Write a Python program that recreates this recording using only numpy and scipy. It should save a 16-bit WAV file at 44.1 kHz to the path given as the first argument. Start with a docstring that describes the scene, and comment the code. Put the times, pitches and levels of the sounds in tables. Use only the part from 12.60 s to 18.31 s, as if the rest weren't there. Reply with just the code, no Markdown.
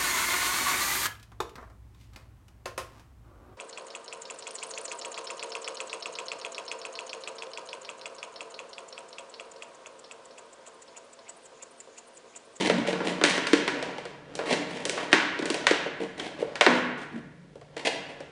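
"""Cutting open a plastic bottle

A thin plastic water bottle is held on a table and cut open with a utility knife.
The blade sticks and slips in short rasping strokes and squeaks twice. The wall crinkles under
the hand and buckles in sharp pops, and big flexes leave the bottle ringing like a drum.
A bare room echoes the rasps, crinkles, pops and squeaks, over a faint hum."""
import sys
import numpy as np
from scipy import signal
from scipy.fft import rfft, irfft, next_fast_len
from scipy.io import wavfile
from scipy.ndimage import map_coordinates

SR = 44100
rng = np.random.default_rng(int(sys.argv[2]) if len(sys.argv) > 2 else 0)


def bounce(signal):
    """Save signal as a 16-bit WAV file at the path given by the first command-line argument."""
    frames = np.transpose(np.atleast_2d(signal))
    limited = np.clip(frames, -1, 1)
    pcm = np.round(limited * 32767).astype(np.int16)
    wavfile.write(sys.argv[1], SR, pcm)


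N = 251811

# The blade rasps or the bottle rubs. A panel is one patch of the bottle's wall.
# (start [s], end [s], panel pitch [Hz], panel level [dB], rasp level [dB])
STROKES = [(0, 0.075, 324, -30, -35), (.11, 0.2, 262, -40.5, -61), (.266, 0.307, 395, -40, -39),
           (.447, 0.514, 356, -33.5, -39.5), (.651, 0.709, 295, -40, -33), (.736, 0.783, 324, -46, -40.5),
           (1.858, 1.91, 450, -41, -41.5), (1.901, 1.925, 396, -24.5, -32),
           (2.087, 2.222, 343, -48.5, -48.5), (2.321, 2.443, 443, -41, -47.5),
           (2.517, 2.533, 556, -52, -39), (3.401, 3.445, 382, -33, -48), (3.576, 3.673, 445, -42.5, -47.5),
           (3.79, 3.817, 370, -37, -48), (4.083, 4.19, 282, -37.5, -47), (4.375, 4.43, 380, -48, -52),
           (4.52, 4.59, 256, -44, -60), (5.168, 5.206, 410, -48.5, -45), (5.25, 5.28, 470, -29.5, -31),
           (5.487, 5.517, 423, -46.5, -55)]
# Bands in which the blade makes the wall ring (low [Hz], high [Hz])
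RASP_BANDS = [(620, 1040), (1700, 2370), (2500, 4290), (5000, 9830)]
# How each of them answers; pressing harder sounds brighter
# (level in a medium stroke [dB], growth [dB per dB of force])
RASP_RESPONSE = [(0, 0.87), (0, 1.05), (-1, 1.1536), (-8.5, 1.07)]
# Crinkling under the gripping hand (time [s], level [dB])
GRIP_LEVELS = [(0, -55), (.2, -35.5), (.5, -35.5), (1.0, -39), (1.2, -35), (1.65, -52), (1.85, -32),
               (2.1, -42), (2.4, -37), (2.7, -43), (2.95, -34), (3.3, -46), (3.75, -45), (3.95, -43.5),
               (4.5, -64.5), (5.1, -56), (5.3, -40), (5.7, -54)]
# Tone of the crinkling (frequency [Hz], level [dB])
CRINKLE_TONE = [(100, -25.5), (220, 1), (550, 9.5), (900, -1.5), (2200, -7.5), (5000, -18), (10000, -32.5)]
# Tone of the room's air (frequency [Hz], level [dB])
AIR_TONE = [(20, -17.5), (60, -7), (150, -1.5), (300, -19), (500, -20.5), (1000, -36), (3000, -27),
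            (10000, -37)]
# Notes of the hum (pitch [Hz], level [dB])
HUM_NOTES = [(145.3, -58), (403.7, -79.5)]
# The room's echo; a ring time, or t60, is the time to fade by 60 dB (frequency [Hz], ring time [s])
ECHO_TIMES = [(150, 1.59), (300, 0.5), (700, 0.86), (1800, 1.15), (4500, 0.67), (9500, 0.42)]
# Tone of the echo (frequency [Hz], level [dB])
ECHO_TONE = [(100, 5), (230, -1.5), (400, -11.5), (800, -1), (1800, -2), (4000, -2.5), (6000, -1),
             (9000, -3)]
# Resonances of the hollow bottle (pitch [Hz], width [Hz], boost [dB])
BOTTLE_RESONANCES = [(179, 17, 9), (247, 5.3, 2.5), (294, 25.3, 7), (324, 2.9, 2), (395, 65, 0),
                     (457.7, 9.6, 6), (570.6, 8.6, 4), (807, 270, -3), (968, 25, 4.5), (1340, 140, -3),
                     (1100, 11, 5.5), (1380, 40, 5.5), (1592, 33, 0.5), (1491, 15, 7), (1690, 34, 4.5),
                     (1560, 25, 1.5), (1885, 19, 5.5), (2410, 25, 0), (2800, 30, 4.5), (3100, 48, 4.5)]
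# The wall buckles
# (time [s], panel pitch [Hz], thump level [dB], snap level [dB], brightness [dB per octave])
BUCKLES = [(.098, 505, -18, -24.5, -2.5), (.109, 445, -23, -43, 5), (.183, 217, -26.5, -40.5, 1),
           (.283, 455, -24, -40, 1), (0.329, 427, -26.5, -34, -2.5), (.404, 383, -30.5, -38.5, -10.5),
           (0.6132, 348, -26, -30.5, -5), (.638, 392, -17.5, -18, 3), (0.698, 308, -42, -38.5, 8.5),
           (.778, 396, -26.5, -28.5, -2), (.869, 461, -40, -28, 2.5), (.932, 366, -15, -21, 1.5),
           (1.078, 360, -26, -25.5, -1), (1.226, 610, -28.5, -35.5, 1.5), (1.382, 680, -30.5, -39, -2),
           (1.453, 404, -35, -41.5, 0), (1.7528, 484, -38, -43, 7.5), (1.79, 510, -26, -34, -6),
           (1.9339, 382, -31, -29.5, 1.5), (2.253, 470, -28.5, -34, 7.5), (2.2951, 450, -30.5, -33, 7.5),
           (2.376, 560, -42, -32.5, -6), (2.529, 332, -18, -14.5, -1.24), (2.79, 355, -25, -36.5, 0.5),
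           (2.824, 347, -29, -35.5, -2.5), (2.856, 373, -33, -34, 4), (2.9017, 354, -24.5, -30, 4.5),
           (2.943, 570, -27, -34.5, 5.5), (3.068, 558, -23.5, -18, 0), (3.11, 430, -17.5, -26, 1),
           (3.262, 426, -30, -42, -7), (3.598, 390, -37.5, -35.5, 0), (3.825, 490, -22.5, -51, -6),
           (3.9555, 450, -51, -34, -0.5), (4.0099, 523, -16, -16.5, -0.5), (4.064, 393, -12, -17, -6),
           (4.955, 505, -42.5, -61.5, 3), (5.013, 558, -44, -54.5, -1), (5.165, 410, -36.5, -42, -3),
           (5.604, 500, -35.5, -47.5, 1)]
# Bands in which a pop makes the wall ring (low [Hz], high [Hz], ring time [s])
POP_BANDS = [(606, 1195, 0.066), (1413, 2286, 0.093), (2196, 4380, 0.031), (4850, 9260, 0.027)]
# How each of them answers; hard pops favour the longest ring
# (level in a medium pop [dB], growth [dB per dB of force])
POP_RESPONSE = [(-4, 1.0), (-1, 1.1283), (-2, 1.022), (-12.5, 0.9056)]
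# The whole bottle rings after a big flex (time [s], pitch [Hz], ring time [s], level [dB])
DRUM_RINGS = [(0.102, 182.3, 1.5, -30), (0.107, 232, 0.68, -26.5), (.934, 293.7, 0.43, -35),
              (1.914, 293.7, 0.9, -31), (2.532, 324, .8, -34), (2.532, 2050, 0.45, -28),
              (4.068, 247, 0.77, -20), (4.068, 508, 0.86, -27.5), (4.068, 1436, 1.05, -35.5),
              (4.528, 230, 0.6, -38.5)]
# The blade slips and squeaks (time [s], start pitch [Hz], end pitch [Hz], ring time [s], level [dB])
BLADE_SQUEAKS = [(1.7903, 1110, 411, 0.025, -43), (3.597, 3870, 3060, 0.016, -15)]


def amp(db):
    """Turn decibels into a number to multiply by."""
    return 10 ** (np.asarray(db) / 20)


def normalised(x):
    """Scale x to an average power of 1."""
    return x / np.sqrt(np.mean(x ** 2) + 1e-20)


def look_up(table, hz):
    """Read between the rows of a (frequency, value) table, on a log frequency scale."""
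    frequencies, values = np.transpose(table)
    return np.interp(np.log(hz + 1), np.log(frequencies + 1), values)


def add(track, start_s, x):
    """Mix x into the track from start_s on."""
    start = max(0, round(start_s * SR))
    track[start:start + len(x)] += x[:max(0, N - start)]


def filtered(x, gain):
    """Multiply each frequency in x by gain(hz)."""
    size = next_fast_len(len(x) + 8192)
    return irfft(rfft(x, size) * gain(np.fft.rfftfreq(size, 1 / SR)), size)[:len(x)]


def wobble(t, per_second, points=64):
    """A smooth curve through random values."""
    return map_coordinates(rng.standard_normal(points), [t * per_second], mode="mirror")


def resonate(drive, low_hz, high_hz):
    """The drive makes the wall ring between two frequencies; the result has energy 1."""
    b, a = signal.butter(2, [low_hz, high_hz], "band", fs=SR)
    ring = signal.lfilter(b, a, drive)
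    return ring / np.linalg.norm(ring)


def clicks(size, per_second, spread_db):
    """Tiny clicks of uneven strength at random moments."""
    happens = rng.random(size) < per_second / SR
    return happens * rng.choice([-1, 1], size) * amp(spread_db * np.clip(rng.standard_normal(size), -2, 2))


def blade_scrapes(panel_width=1.57, medium_db=-40.5, release_s=0.0087):
    """Each stroke is a run of tiny slips, which come in clumps as the blade catches and frees itself."""
    out, t = np.zeros(N), np.arange(SR // 4) / SR
    for start, end, panel_hz, panel_db, rasp_db in STROKES:
        length = end - start
        force_db = rasp_db - medium_db
        catching = amp(3 * wobble(t, per_second=220))
        lean_in = 1 - 0.11 * np.exp(-t / (0.21 * length))  # slower in longer strokes
        pressure = lean_in * np.exp(-np.maximum(t - length, 0) / release_s) * catching
        slips = clicks(len(t), per_second=900, spread_db=5)
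        rubbing = 0.21 * rng.standard_normal(len(t))
        drive = pressure * (slips + rubbing)
        rasp = amp(panel_db) * resonate(drive, panel_hz / panel_width, panel_hz * panel_width)
        for k, ((db, growth), band) in enumerate(zip(RASP_RESPONSE, RASP_BANDS)):
            rasp -= (-1) ** k * amp(medium_db + db + growth * force_db) * resonate(drive, *band)
        rasp *= np.sqrt(length * SR)  # longer strokes carry more energy
        add(out, start, amp(0.5) * rasp)
        add(out, start, room_echo(rasp))
    return out


def grip_crinkle():
    """The gripped wall keeps crinkling softly in many tiny creases."""
    grip = amp(np.interp(np.arange(N) / SR, *np.transpose(GRIP_LEVELS)))
    creases = clicks(N, per_second=800, spread_db=4)
    ticks = grip * normalised(filtered(creases, lambda hz: amp(look_up(CRINKLE_TONE, hz))))
    return amp(-3) * ticks + amp(-2) * room_echo(ticks)[:N]


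def air_and_hum(air_db=-60, waver_db=-0.5):
    """Steady room air and a faint hum that wavers a little."""
    t = np.arange(N) / SR
    air = normalised(filtered(rng.standard_normal(N), lambda hz: amp(look_up(AIR_TONE, hz))))
    hum = sum(amp(db) * np.sqrt(2) * np.sin(2 * np.pi * hz * t) for hz, db in HUM_NOTES)
    return amp(air_db) * air + hum * amp(waver_db * wobble(t, per_second=6))


def room_echo(x, gap_s=0.0049, build_s=0.00067):
    """A wash of echoes starts after the first bounce off a wall and loses its treble first."""
    hz, t, noise = signal.stft(rng.standard_normal(round(1.2 * SR)), SR, nperseg=256)
    t60 = look_up(ECHO_TIMES, hz)[:, None]
    fade = amp(look_up(ECHO_TONE, hz)[:, None] - 60 * t / t60)
    even_energy = np.sqrt(2 * np.log(1000) / (t60 * SR))  # ringing longer adds no energy
    tail = signal.istft(noise * fade * even_energy, SR, nperseg=256)[1]
    age = np.maximum(np.arange(len(tail)) / SR - gap_s, 0)
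    return signal.fftconvolve(x, tail * (1 - np.exp(-age / build_s)))


def hollow_bottle(x):
    """The hollow bottle's resonances boost some pitches in the wall's sounds and soften a few."""
    def gain(f):
        return 1 + sum((amp(db) - 1) * 1j * f * width / (hz * hz - f * f + 1j * f * width)
                       for hz, width, db in BOTTLE_RESONANCES)
    return amp(-1) * filtered(x, gain)


def wall_pops(panel_t60=0.068, panel_width=1.285, medium_db=-27, pivot_hz=1970, rise_s=0.0003):
    """A panel flips over with one low thump, and its crease snaps the whole wall into a short ring."""
    out, t = np.zeros(N), np.arange(SR // 10) / SR
    kick = 1. * (t == 0)
    scale = np.sqrt(SR / 100)  # the energy of 10 ms of sound at power 1
    octaves = np.log2([np.sqrt(low_hz * high_hz) / pivot_hz for low_hz, high_hz, _ in POP_BANDS])
    band_db, growth = np.transpose(POP_RESPONSE)
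    for start, panel_hz, thump_db, snap_db, brightness in BUCKLES:
        force_db = snap_db - medium_db
        bands = [(panel_hz / panel_width, panel_hz * panel_width, panel_t60), *POP_BANDS]
        levels_db = [thump_db, *(medium_db + band_db + growth * force_db + brightness * octaves)]
        snap, crumple = np.zeros((2, len(t)))
        for k, (db, (low_hz, high_hz, t60)) in enumerate(zip(levels_db, bands)):
            swing = (-1) ** k  # neighbouring bands swing opposite ways
            snap += swing * amp(db) * resonate(kick, low_hz, high_hz)
            creasing = rng.standard_normal(len(t)) * amp(-60 * t / t60) * (1 - np.exp(-t / rise_s))
            crumple += amp(db) * resonate(creasing, low_hz, high_hz)
        clean = np.clip(0.4 + 0.008 * force_db, 0, 1)  # harder pops snap more and crumple less
        direct = amp(-2) * np.sqrt(clean) * bending_waves(snap) + np.sqrt(1 - clean) * crumple
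        add(out, start, scale * direct)
        add(out, start, scale * amp(-0.92) * room_echo(snap))
    return out


def bending_waves(x, delay_at_1khz_s=0.001184):
    """Ripples run through the plastic: the lower their pitch, the later they arrive."""
    return filtered(x, lambda hz: np.exp(-4j * np.pi * delay_at_1khz_s * np.sqrt(1000 * hz)))


def drum_rings(swell_s=0.012, waver_db=3.0):
    """A big flex rings the whole bottle like a drum: each note swells, then wavers as it fades."""
    out, t = np.zeros(N), np.arange(SR) / SR
    for start, hz, t60, db in DRUM_RINGS:
        waver = waver_db * wobble(t, per_second=20, points=24)
        loudness = amp(db - 60 * t / t60 + waver) * (1 - np.exp(-t / swell_s))
        add(out, start, loudness * np.sin(2 * np.pi * hz * t))
    return out


def blade_squeaks(glide_s=0.0021, rise_s=0.0023):
    """The blade slips with a short squeak, whose pitch drops as the strained plastic relaxes."""
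    out, t = np.zeros(N), np.arange(SR // 10) / SR
    for start, start_hz, end_hz, t60, db in BLADE_SQUEAKS:
        hz = end_hz + (start_hz - end_hz) * np.exp(-t / glide_s)
        loudness = amp(db - 60 * t / t60) * (1 - np.exp(-t / rise_s))
        squeak = loudness * np.sin(2 * np.pi * np.cumsum(hz) / SR)
        add(out, start, squeak)
        add(out, start, amp(-4) * room_echo(squeak))
    return out


def scene():
    """Bottle, knife and room, mixed into one channel."""
    wall = wall_pops() + blade_scrapes() + blade_squeaks() + grip_crinkle()
    return (hollow_bottle(wall) + drum_rings() + air_and_hum())[None]


def record(dry, ceiling=0.85, top_hz=10400):
    """The microphone rounds off the loudest snaps and cuts away the highest treble."""
    rounded = dry[0] / (1 + np.abs(dry[0] / ceiling) ** 4) ** (1 / 4)
    return filtered(rounded, lambda hz: 1 / np.sqrt(1 + (hz / top_hz) ** 120))[None]


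dry = scene()
out = record(dry)
bounce(out)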